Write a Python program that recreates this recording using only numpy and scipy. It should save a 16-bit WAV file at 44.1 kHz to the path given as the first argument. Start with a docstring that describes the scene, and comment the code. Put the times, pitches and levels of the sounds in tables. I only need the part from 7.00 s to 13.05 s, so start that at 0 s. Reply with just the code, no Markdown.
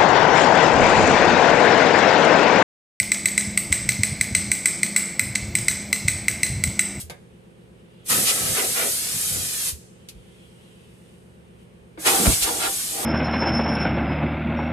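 """An air gun with a long wand blows dust off the bare steel floor of a car, in a workshop.
Each blast hisses and sags as the hose pressure falls. The jet rasps over edges, roars in the
hollows, thuds on the panel and buffets the microphone. The valve clicks and leaks a little
between blasts; a slow machine, perhaps the compressor, drones behind."""
import sys
import numpy as np
from scipy import signal
from scipy.fft import rfft, irfft, next_fast_len
from scipy.io import wavfile
from scipy.ndimage import map_coordinates

SR = 44100
rng = np.random.default_rng(int(sys.argv[2]) if len(sys.argv) > 2 else 0)


def dump(signal):
    """Clip the signal to [-1, 1] and save it as 16-bit WAV at the path in sys.argv[1]."""
    limited = np.clip(np.atleast_2d(signal).T, -1, 1)
    pcm = np.round(limited * 32767).astype(np.int16)
    wavfile.write(sys.argv[1], SR, pcm)


N = 266805

# bright spectrum of edge swishes and metal snaps: freq_hz, level_db
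EDGE_SPECTRUM = [(600, -39.5), (1500, -16), (2500, 2), (5000, 1), (7000, -2), (14000, -9.5)]
# stereo image of distant sounds: freq_hz, left_right_correlation
FAR_IMAGE = [(110, .85), (200, 0.74), (320, 0.62), (480, 0.12), (1200, -0.41), (3000, -0.075), (8000, 0.76),
             (13000, 0)]


def air_flow(cracked_s, wide_s, let_go_s, level_db, sag_db):
    """Envelope of one blast: the valve unseats, creeps, snaps open; the hose sags; the valve shuts."""
    unseat_s, snap_s, sag_s, shut_db_per_s = 0.022, 0.024, 0.076, 342.5
    t = np.arange(N) / SR
    to_go = lambda start, length: 1 - np.clip((t - start) / length, 0, 1)
    unseat_db = 25.5 * to_go(cracked_s, unseat_s)
    creep_db = 10 * to_go(cracked_s, wide_s - cracked_s)  # the trigger takes up
    snap_db = 11.5 * to_go(wide_s - snap_s, snap_s)
    droop_db = sag_db * np.log2(1 + np.maximum(t - wide_s, 0) / sag_s)
    shut_db = shut_db_per_s * np.maximum(t - let_go_s, 0)
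    return (t > cracked_s) * amp(level_db - unseat_db - creep_db - snap_db - droop_db - shut_db)


def free_jet(flow):
    """Turbulence at the nozzle hisses, and swishes wherever an edge splits the jet."""
    # the nozzle swings towards the microphone: centre_s, added_hiss_db, half_length_s
    aims = [(5.3, 1, 0.095), (5.435, 2.5, .02), (5.81, -3.5, 0.14)]
    # the jet sweeps across a sharp edge: centre_s, level_db, half_length_s
    swishes = [(1.122, -29, .018), (1.29, -18.5, 0.029), (2.685, -36, 0.039), (5.08, -24.5, 0.02),
               (5.335, -25, 0.02), (5.435, -21.5, 0.021), (5.645, -34, 0.022)]
    # nozzle hiss: freq_hz, level_db
    jet_spectrum = [(150, -28), (900, -15), (1500, -9.5), (2500, -6.5), (4000, -3), (5500, -2),
                    (7000, -0.5), (8300, 2), (10500, 0.8), (12800, 2), (14500, -2.5)]
    hiss = off_panels(rush(colour(jet_spectrum)), bounce=0.28)
    treble = filtered(hiss, lambda f: f ** 4 / (f ** 4 + 9000 ** 4))
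    hiss = hiss + treble * (amp(1.6 * wobble(7.7)) - 1)  # beamed treble shifts as the nozzle turns
    edge = off_panels(rush(colour(EDGE_SPECTRUM)), bounce=0.3)
    return amp(3.5) * flow * np.hypot(1, swells(aims)) * hiss + swells(swishes) * edge


def jet_on_steel(flow, passes, modes, rasp_gain_db, roar_gain_db, left_db):
    """The jet scrubs the sheet and excites its hollows; a grazing jet hardly rasps at all."""
    # air scrubbing steel: freq_hz, level_db
    rasp_spectrum = [(200, -24.5), (600, -13), (1300, 2.5), (2000, 0), (2800, -1.5), (4000, -3.5),
                     (8000, -12), (14000, -29.5)]
    graze_rasp_db, graze_roar_db = -16, -24  # between passes
    lag_s, stretch = 0.024, 1.33  # the hollow behind an edge is reached later, and for longer
    s, rasp_db, roar_db, half = np.transpose(passes)
    scrubbing = flow * np.hypot(amp(graze_rasp_db), swells(zip(s, rasp_db, half)))
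    blowing = flow * np.hypot(amp(graze_roar_db), swells(zip(s + lag_s, roar_db, half * stretch)))
    flutter = amp(0.76 * wobble(45))  # the jet flaps as it hits
    grip = scrubbing ** 3 / (scrubbing ** 3 + amp(-42) ** 3)  # soft gate
    body = hollow(modes)
    scrub = rush(lambda f: colour(rasp_spectrum)(f) * (1 + 2.1 * np.abs(body(f))))
    rasp = amp(rasp_gain_db) * scrubbing * grip * off_panels(scrub, bounce=0.41)
    roar = amp(roar_gain_db) * blowing * rush(body)
    return flutter * (rasp + panned(roar, left_db))


def clicks(snap_t60=0.0012, scatter_t60=0.11):
    """Each metal contact snaps, rings the wand, scatters round the cabin and knocks the floor panel."""
    # metal hits: start_s, ring_db, knock_db, knock_t60_s
    contacts = [(0.098, -33, -35, 0.21), (3.087, -33, -68, .05), (4.975, -70, -40, 0.37),
                (5.257, -30.5, -17, 0.021), (5.268, -32, -13.5, 0.012)]
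    # the wand's partials: pitch_hz, level_db, t60_s
    wand_modes = [(4500, -21, .1), (4680, -3, 0.063), (6900, -8.5, .07), (7682, -16.5, .07),
                  (8750, -13, 0.1), (9800, -4.5, 0.086), (10550, 2, 0.11), (11850, -7.5, 0.11),
                  (12610, -13.5, .08)]
    # floor panel resonances: centre_hz, width_hz, level_db
    panel_modes = [(400, 230, -3), (565, 67, 7.5), (720, 86, 0), (930, 80, -1), (1207, 52, -2),
                   (1600, 75, 2), (2193, 134, 0), (3660, 270, -10.5), (4780, 120, -17)]
    out, t = np.zeros((2, N + SR)), np.arange(SR // 2) / SR
    spray, knock = rush(colour(EDGE_SPECTRUM)), rush(hollow(panel_modes))
    for s, ring_db, knock_db, knock_t60 in contacts:
        start = round(s * SR)
        span = slice(start, start + len(t))
        ring = 0
        for hz, db, t60 in wand_modes:
            decay = amp(db + rng.normal(0, 2) - 60 * t / t60)
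            ring = ring + decay * np.sin(2 * np.pi * (hz * t + rng.random((2, 1))))
        snap = spray[:, span] * (0.7 * amp(-60 * t / snap_t60) + 0.64 * amp(-60 * t / scatter_t60))
        out[:, span] += amp(ring_db) * (snap + 1.1 * ring / np.abs(ring).max())
        out[:, span] += amp(knock_db - 60 * t / knock_t60) * knock[:, span]
    return out[:, :N]


def thuds(attack_s=0.0022, spread_rad=0.35):
    """A sudden change of air pressure pushes the panel, which swings a few times and slackens."""
    # the air starts, stops or strikes the panel: start_s, level_db, pitch_hz, t60_s
    pushes = [(0.032, -34.5, 81, 0.35), (0.116, -38, 138, 0.13), (2.725, -27, 76.6, 0.17),
              (3.148, -38.5, 52.6, 0.25), (4.979, -31, 316, 0.15), (5.202, -29, 212, 0.2),
              (5.265, -13, 182, 0.11), (5.272, -3.5, 60.4, 0.086)]
    out = np.zeros((2, N))
    for s, db, hz, t60 in pushes:
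        start = round(s * SR)
        t = np.arange(min(SR // 2, N - start)) / SR
        cycles = hz * t + 0.1 * (1 - np.exp(-t / 0.0053))  # starts sharp, drops to pitch
        swing = np.sin(2 * np.pi * cycles + np.array([[spread_rad], [-spread_rad]]))
        envelope = amp(db - 60 * t / t60) * (1 - np.exp(-t / attack_s))
        out[:, start:start + len(t)] += envelope * swing
    return panned(out, left_db=-2.5)


def buffeting(band_ratio=1.59, width=0.36):
    """Low gusts thrown back from the floor thump on the microphone, each at its own pitch."""
    # strong gusts: centre_s, level_db, half_length_s, centre_hz
    gusts = [(1.191, -32.5, 0.077, 179.6), (1.44, -36.5, 0.071, 130), (1.515, -33.5, 0.03, 116.7),
             (2.165, -37.5, 0.031, 124), (2.37, -35, 0.083, 110), (5.227, -24.5, 0.035, 260),
             (5.284, -23, 0.032, 207), (5.32, -25, 0.021, 74.2), (5.43, -36, 0.025, 62),
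             (5.546, -49, 0.078, 55)]
    out, t = np.zeros((2, N + SR)), np.arange(-SR // 4, SR // 4) / SR
    for s, db, half, hz in gusts:
        band = signal.butter(2, [hz / band_ratio, hz * band_ratio], "band", fs=SR, output="sos")
        mid, side = signal.sosfilt(band, rng.standard_normal((2, len(t))))
        stereo = np.array([mid + width * side, mid - width * side])
        bell = np.exp(-(t / half) ** 2)
        eddy = unit(bell * stereo) * np.sqrt(np.mean(bell ** 2))
        start = round((s + t[0]) * SR)
        out[:, start:start + len(t)] += amp(db) * eddy
    return out[:, :N]


def eddies(flow):
    """While air flows, small eddies rumble unevenly on the microphone."""
    # wind rumble: freq_hz, level_db
    rumble_spectrum = [(20, -38.5), (34, -10.5), (48, -3.5), (80, -3.5), (135, 1), (200, -6.5), (320, -5.5),
                       (900, -57)]
    return flow * amp(-21.5 + 0.5 * wobble(9)) * rush(colour(rumble_spectrum))


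def leak(breath_floor_db=-69.5, hiss_floor_db=-70.5):
    """A little air slips past the closed valve and out of the waving wand."""
    # the wand waves past the microphone: centre_s, breath_db, hiss_db, half_length_s
    waves = [(1.0, -63, -81, .2), (3.55, -60, -64, 0.59), (4.08, -71, -66, 0.28), (4.62, -63.5, -69, 0.051)]
    # breathy layer: freq_hz, level_db
    breath_spectrum = [(400, -11.5), (1000, -8.5), (2000, -7.5), (3000, 3.5), (4200, -8.5), (6000, -21.5),
                       (12000, -27)]
    # fine hiss on top: freq_hz, level_db
    hiss_spectrum = [(2000, -21.5), (4500, -5.5), (7500, -6.5), (8600, 1.5), (9600, -4), (12000, -6),
                     (14500, -16)]
    s, breath_db, hiss_db, half = np.transpose(waves)
    flicker = amp(1.5 * wobble(9.7))
    breath_gain = np.hypot(amp(breath_floor_db), swells(zip(s, breath_db, half))) * flicker
    hiss_gain = np.hypot(amp(hiss_floor_db), swells(zip(s, hiss_db, half)))
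    breath = off_panels(rush(colour(breath_spectrum), FAR_IMAGE), bounce=0.5)
    return breath_gain * breath + hiss_gain * rush(colour(hiss_spectrum))


def off_panels(x, bounce, sway_s=0.0004, count=5):
    """Add echoes from nearby panels; their paths change as the wand moves, so the comb drifts."""
    n, echoes = np.arange(N), 0
    for delay_s in rng.uniform(0.001, 0.009, count):
        at = n - SR * (delay_s + sway_s * wobble(2))
        echoes = echoes + np.array([np.interp(at, n, side) for side in x])
    return unit(x + bounce * echoes)


def workshop(x):
    """The room's diffuse reverb, each frequency dying at its own speed."""
    # reverb time: freq_hz, t60_s
    decay_times = [(200, 0.3), (2000, 0.57), (8000, 0.87), (14000, 0.27)]
    hz, t, noise = signal.stft(rng.standard_normal((2, SR // 2)), SR, nperseg=256)
    decay = amp(-60 * t / along(decay_times, hz)[:, None])
    tail = signal.istft(noise * decay, SR, nperseg=256)[1]
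    return signal.fftconvolve(x, tail / np.linalg.norm(tail[0]), axes=1)[:, :N]


def machine_drone(turn_hz=8.185, mains_hz=60, harmonics=90):
    """Over the room tone, each turn repeats one rumble; the motor hums at twice the mains rate."""
    # contour of the turn's harmonics: freq_hz, level_db
    rumble_spectrum = [(50, -20.5), (110, -13.5), (230, -9.5), (295, -32), (360, -13), (480, -12.5),
                       (560, -25), (750, -49)]
    # harmonics with levels of their own: pitch_hz, level_db
    tones = [(65.4, -11.5), (73.7, -8), (163.7, -1), (171.9, 0), (180.2, -13.5), (188.2, 0.5), (196.5, -9),
             (204.6, -15), (212.8, -6), (221, -6), (237.2, -16), (270, -12.5), (343.9, -4.5), (417.5, -8),
             (523, -6.5)]
    # workshop room tone: freq_hz, level_db
    room_spectrum = [(20, -38), (32, -17), (45, -5.5), (75, 3), (110, -13.5), (200, -9), (280, -11.5),
                     (450, -8.5), (700, -14), (1200, -18.5), (2500, -21), (5000, -36), (14000, -48)]
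    t = np.arange(N) / SR
    hz = turn_hz * np.arange(harmonics)
    level_db = along(rumble_spectrum, hz) + rng.normal(0, 1.0, harmonics)
    for tone_hz, db in tones:
        level_db[round(tone_hz / turn_hz)] = db
    spread = stereo_angle(FAR_IMAGE, hz) * rng.choice([-1, 1], harmonics)
    phase = 2 * np.pi * rng.random(harmonics) + np.array([spread, -spread])
    one_turn = irfft(amp(level_db) * (hz > 40) * np.exp(1j * phase), 2 ** 12)
    turns = turn_hz * t + 0.00094 * wobble(3.5)  # the speed wavers slightly
    grid = np.linspace(0, 1, one_turn.shape[1], endpoint=False)
    rumble = unit(np.array([np.interp(turns, grid, side, period=1) for side in one_turn]))
    hum = unit(np.sin(2 * np.pi * 2 * mains_hz * t))
    room_tone = rush(colour(room_spectrum), FAR_IMAGE)
    return amp(-50.5) * rumble + amp(-58) * hum + amp(-55.5) * room_tone


def rush(response, image=None):
    """Stereo noise of rms 1, coloured by a response; its width varies with frequency."""
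    # left-right likeness of the noise, mono at 7.6-10 kHz and out of phase at the very top:
    # freq_hz, left_right_correlation
    default_image = [(80, 0.93), (200, 0.85), (450, 0.52), (1100, -0.074), (2500, 0.055), (5700, 0.033),
                     (7600, 1), (10000, 1), (10900, 0.44), (12500, -0.14), (13300, -1)]

    def mid_side(f):
        angle = stereo_angle(image or default_image, f)
        return response(f) * np.array([np.cos(angle), np.sin(angle)])

    mid, side = filtered(rng.standard_normal((2, N)), mid_side)
    return unit(np.array([mid + side, mid - side]))


def hollow(modes):
    """The response of a set of resonances, falling away steeply below the lowest."""
    def response(f):
        ring = sum((-1) ** k * amp(db) * 1j * f * width / (hz * hz - f * f + 1j * f * width)
                   for k, (hz, width, db) in enumerate(modes))
        return ring * f ** 2 / (f ** 2 + (modes[0][0] / 2) ** 2)
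    return response


def colour(points):
    """An EQ curve through (freq_hz, level_db) points."""
    return lambda f: amp(along(points, f))


def filtered(x, response):
    """Shape x with a frequency response."""
    size = next_fast_len(N + SR // 2)
    return irfft(rfft(x, size) * response(np.fft.rfftfreq(size, 1 / SR)), size)[..., :N]


def swells(rows):
    """A gain curve of bell-shaped surges: centre_s, level_db, half_length_s."""
    t = np.arange(N) / SR
    return np.sqrt(sum(amp(db) ** 2 * np.exp(-2 * ((t - s) / half) ** 2) for s, db, half in rows))


def wobble(rate):
    """A smooth random curve, rate knots a second."""
    coarse = np.arange(0, N, 64)
    knots = rng.standard_normal(int(N * rate / SR) + 4)
    return np.interp(np.arange(N), coarse, map_coordinates(knots, [coarse * rate / SR]))


def stereo_angle(image, hz):
    """The mid-side angle that gives an image's left-right correlation."""
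    return np.arccos(np.clip(along(image, hz), -1, 1)) / 2


def panned(x, left_db):
    """Lean a stereo sound to the left (or, if negative, to the right)."""
    return x * amp([[left_db / 2], [-left_db / 2]])


def along(points, hz):
    """Read (freq_hz, value) points on a log axis."""
    freqs, values = np.transpose(points)
    return np.interp(np.log(hz + 1), np.log(freqs + 1), values)


def amp(db):
    """Decibels to gain."""
    return 10 ** (np.asarray(db) / 20)


def unit(x):
    """Scale to rms 1."""
    return x / np.sqrt(np.mean(x ** 2) + 1e-20)


def scene():
    """A puff and two long blasts, with their reverb, over the leak and the machine."""
    # trigger pulls: cracked_s, wide_open_s, let_go_s, level_db, sag_db_per_doubling_of_time
    blasts = [(-0.1, -0.05, 0.015, -33, 4.5), (1.042, 1.102, 2.694, -21.5, 1.45),
              (4.979, 5.068, 6.1, -19.5, 3)]
    # passes over steel, one list for the footwell, one for the floor pan:
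    # centre_s, rasp_db, roar_db, half_length_s
    passes = [
        [(1.132, -5.5, -13.5, .036), (1.18, -14.5, -10, 0.033), (1.298, -5.5, -11, .032),
         (1.44, -14.5, -11, 0.17), (1.59, -2, -4.5, 0.037), (1.635, -15.5, -7, .035), (1.79, -2, -6.5, 0.034),
         (1.835, -6, -4, .034), (2.14, -18.5, -29, 0.15), (2.35, -21, -15.5, 0.041)],
        [(5.07, -2, -12, 0.038), (5.14, -7, -4.5, 0.096), (5.265, -5, -3.5, 0.038), (5.475, -4, -2.5, 0.039),
         (5.55, -16.5, -6.5, 0.063), (5.645, 0.5, -5, .045), (6.02, -8, -0.5, 0.067)],
    ]
    # hollows of the footwell: centre_hz, width_hz, level_db
    footwell_modes = [(240.6, 21, 2.5), (393.5, 81, 2), (513, 80, 4), (671, 31, 2), (762, 43, -3),
                      (1297, 46, -1.5), (1318, 30, -0.5), (1990, 120, -8.5), (2490, 100, -9.5)]
    # hollows of the floor pan: centre_hz, width_hz, level_db
    pan_modes = [(297, 76, 3), (483, 89, 1.5), (529, 17, 0), (649, 74, -0.5), (787, 33, 8), (908, 170, -5),
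                 (1203, 33, -3.5), (1405, 43, -13.5), (2250, 80, -20), (3394, 41, -5.5)]
    puff, first, second = (air_flow(*blast) for blast in blasts)
    flow = puff + first + second
    footwell = jet_on_steel(first, passes[0], footwell_modes, rasp_gain_db=3, roar_gain_db=0, left_db=1.5)
    floor_pan = jet_on_steel(second, passes[1], pan_modes, rasp_gain_db=4, roar_gain_db=1, left_db=-2)
    gun = free_jet(flow) + footwell + floor_pan + clicks() + thuds()
    air = gun + amp(-19.5) * workshop(gun) + leak()
    low_end = buffeting() + eddies(flow) + machine_drone()
    return air + panned(low_end, left_db=-0.8)


def record(dry, low_cut_hz=34, top_hz=14400):
    """Roll off the deepest rumble and cut away the extreme highs."""
    low_cut = signal.butter(4, low_cut_hz, "high", fs=SR, output="sos")
    return filtered(signal.sosfilt(low_cut, dry), lambda hz: hz < top_hz)


dry = scene()
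out = record(dry)
dump(out)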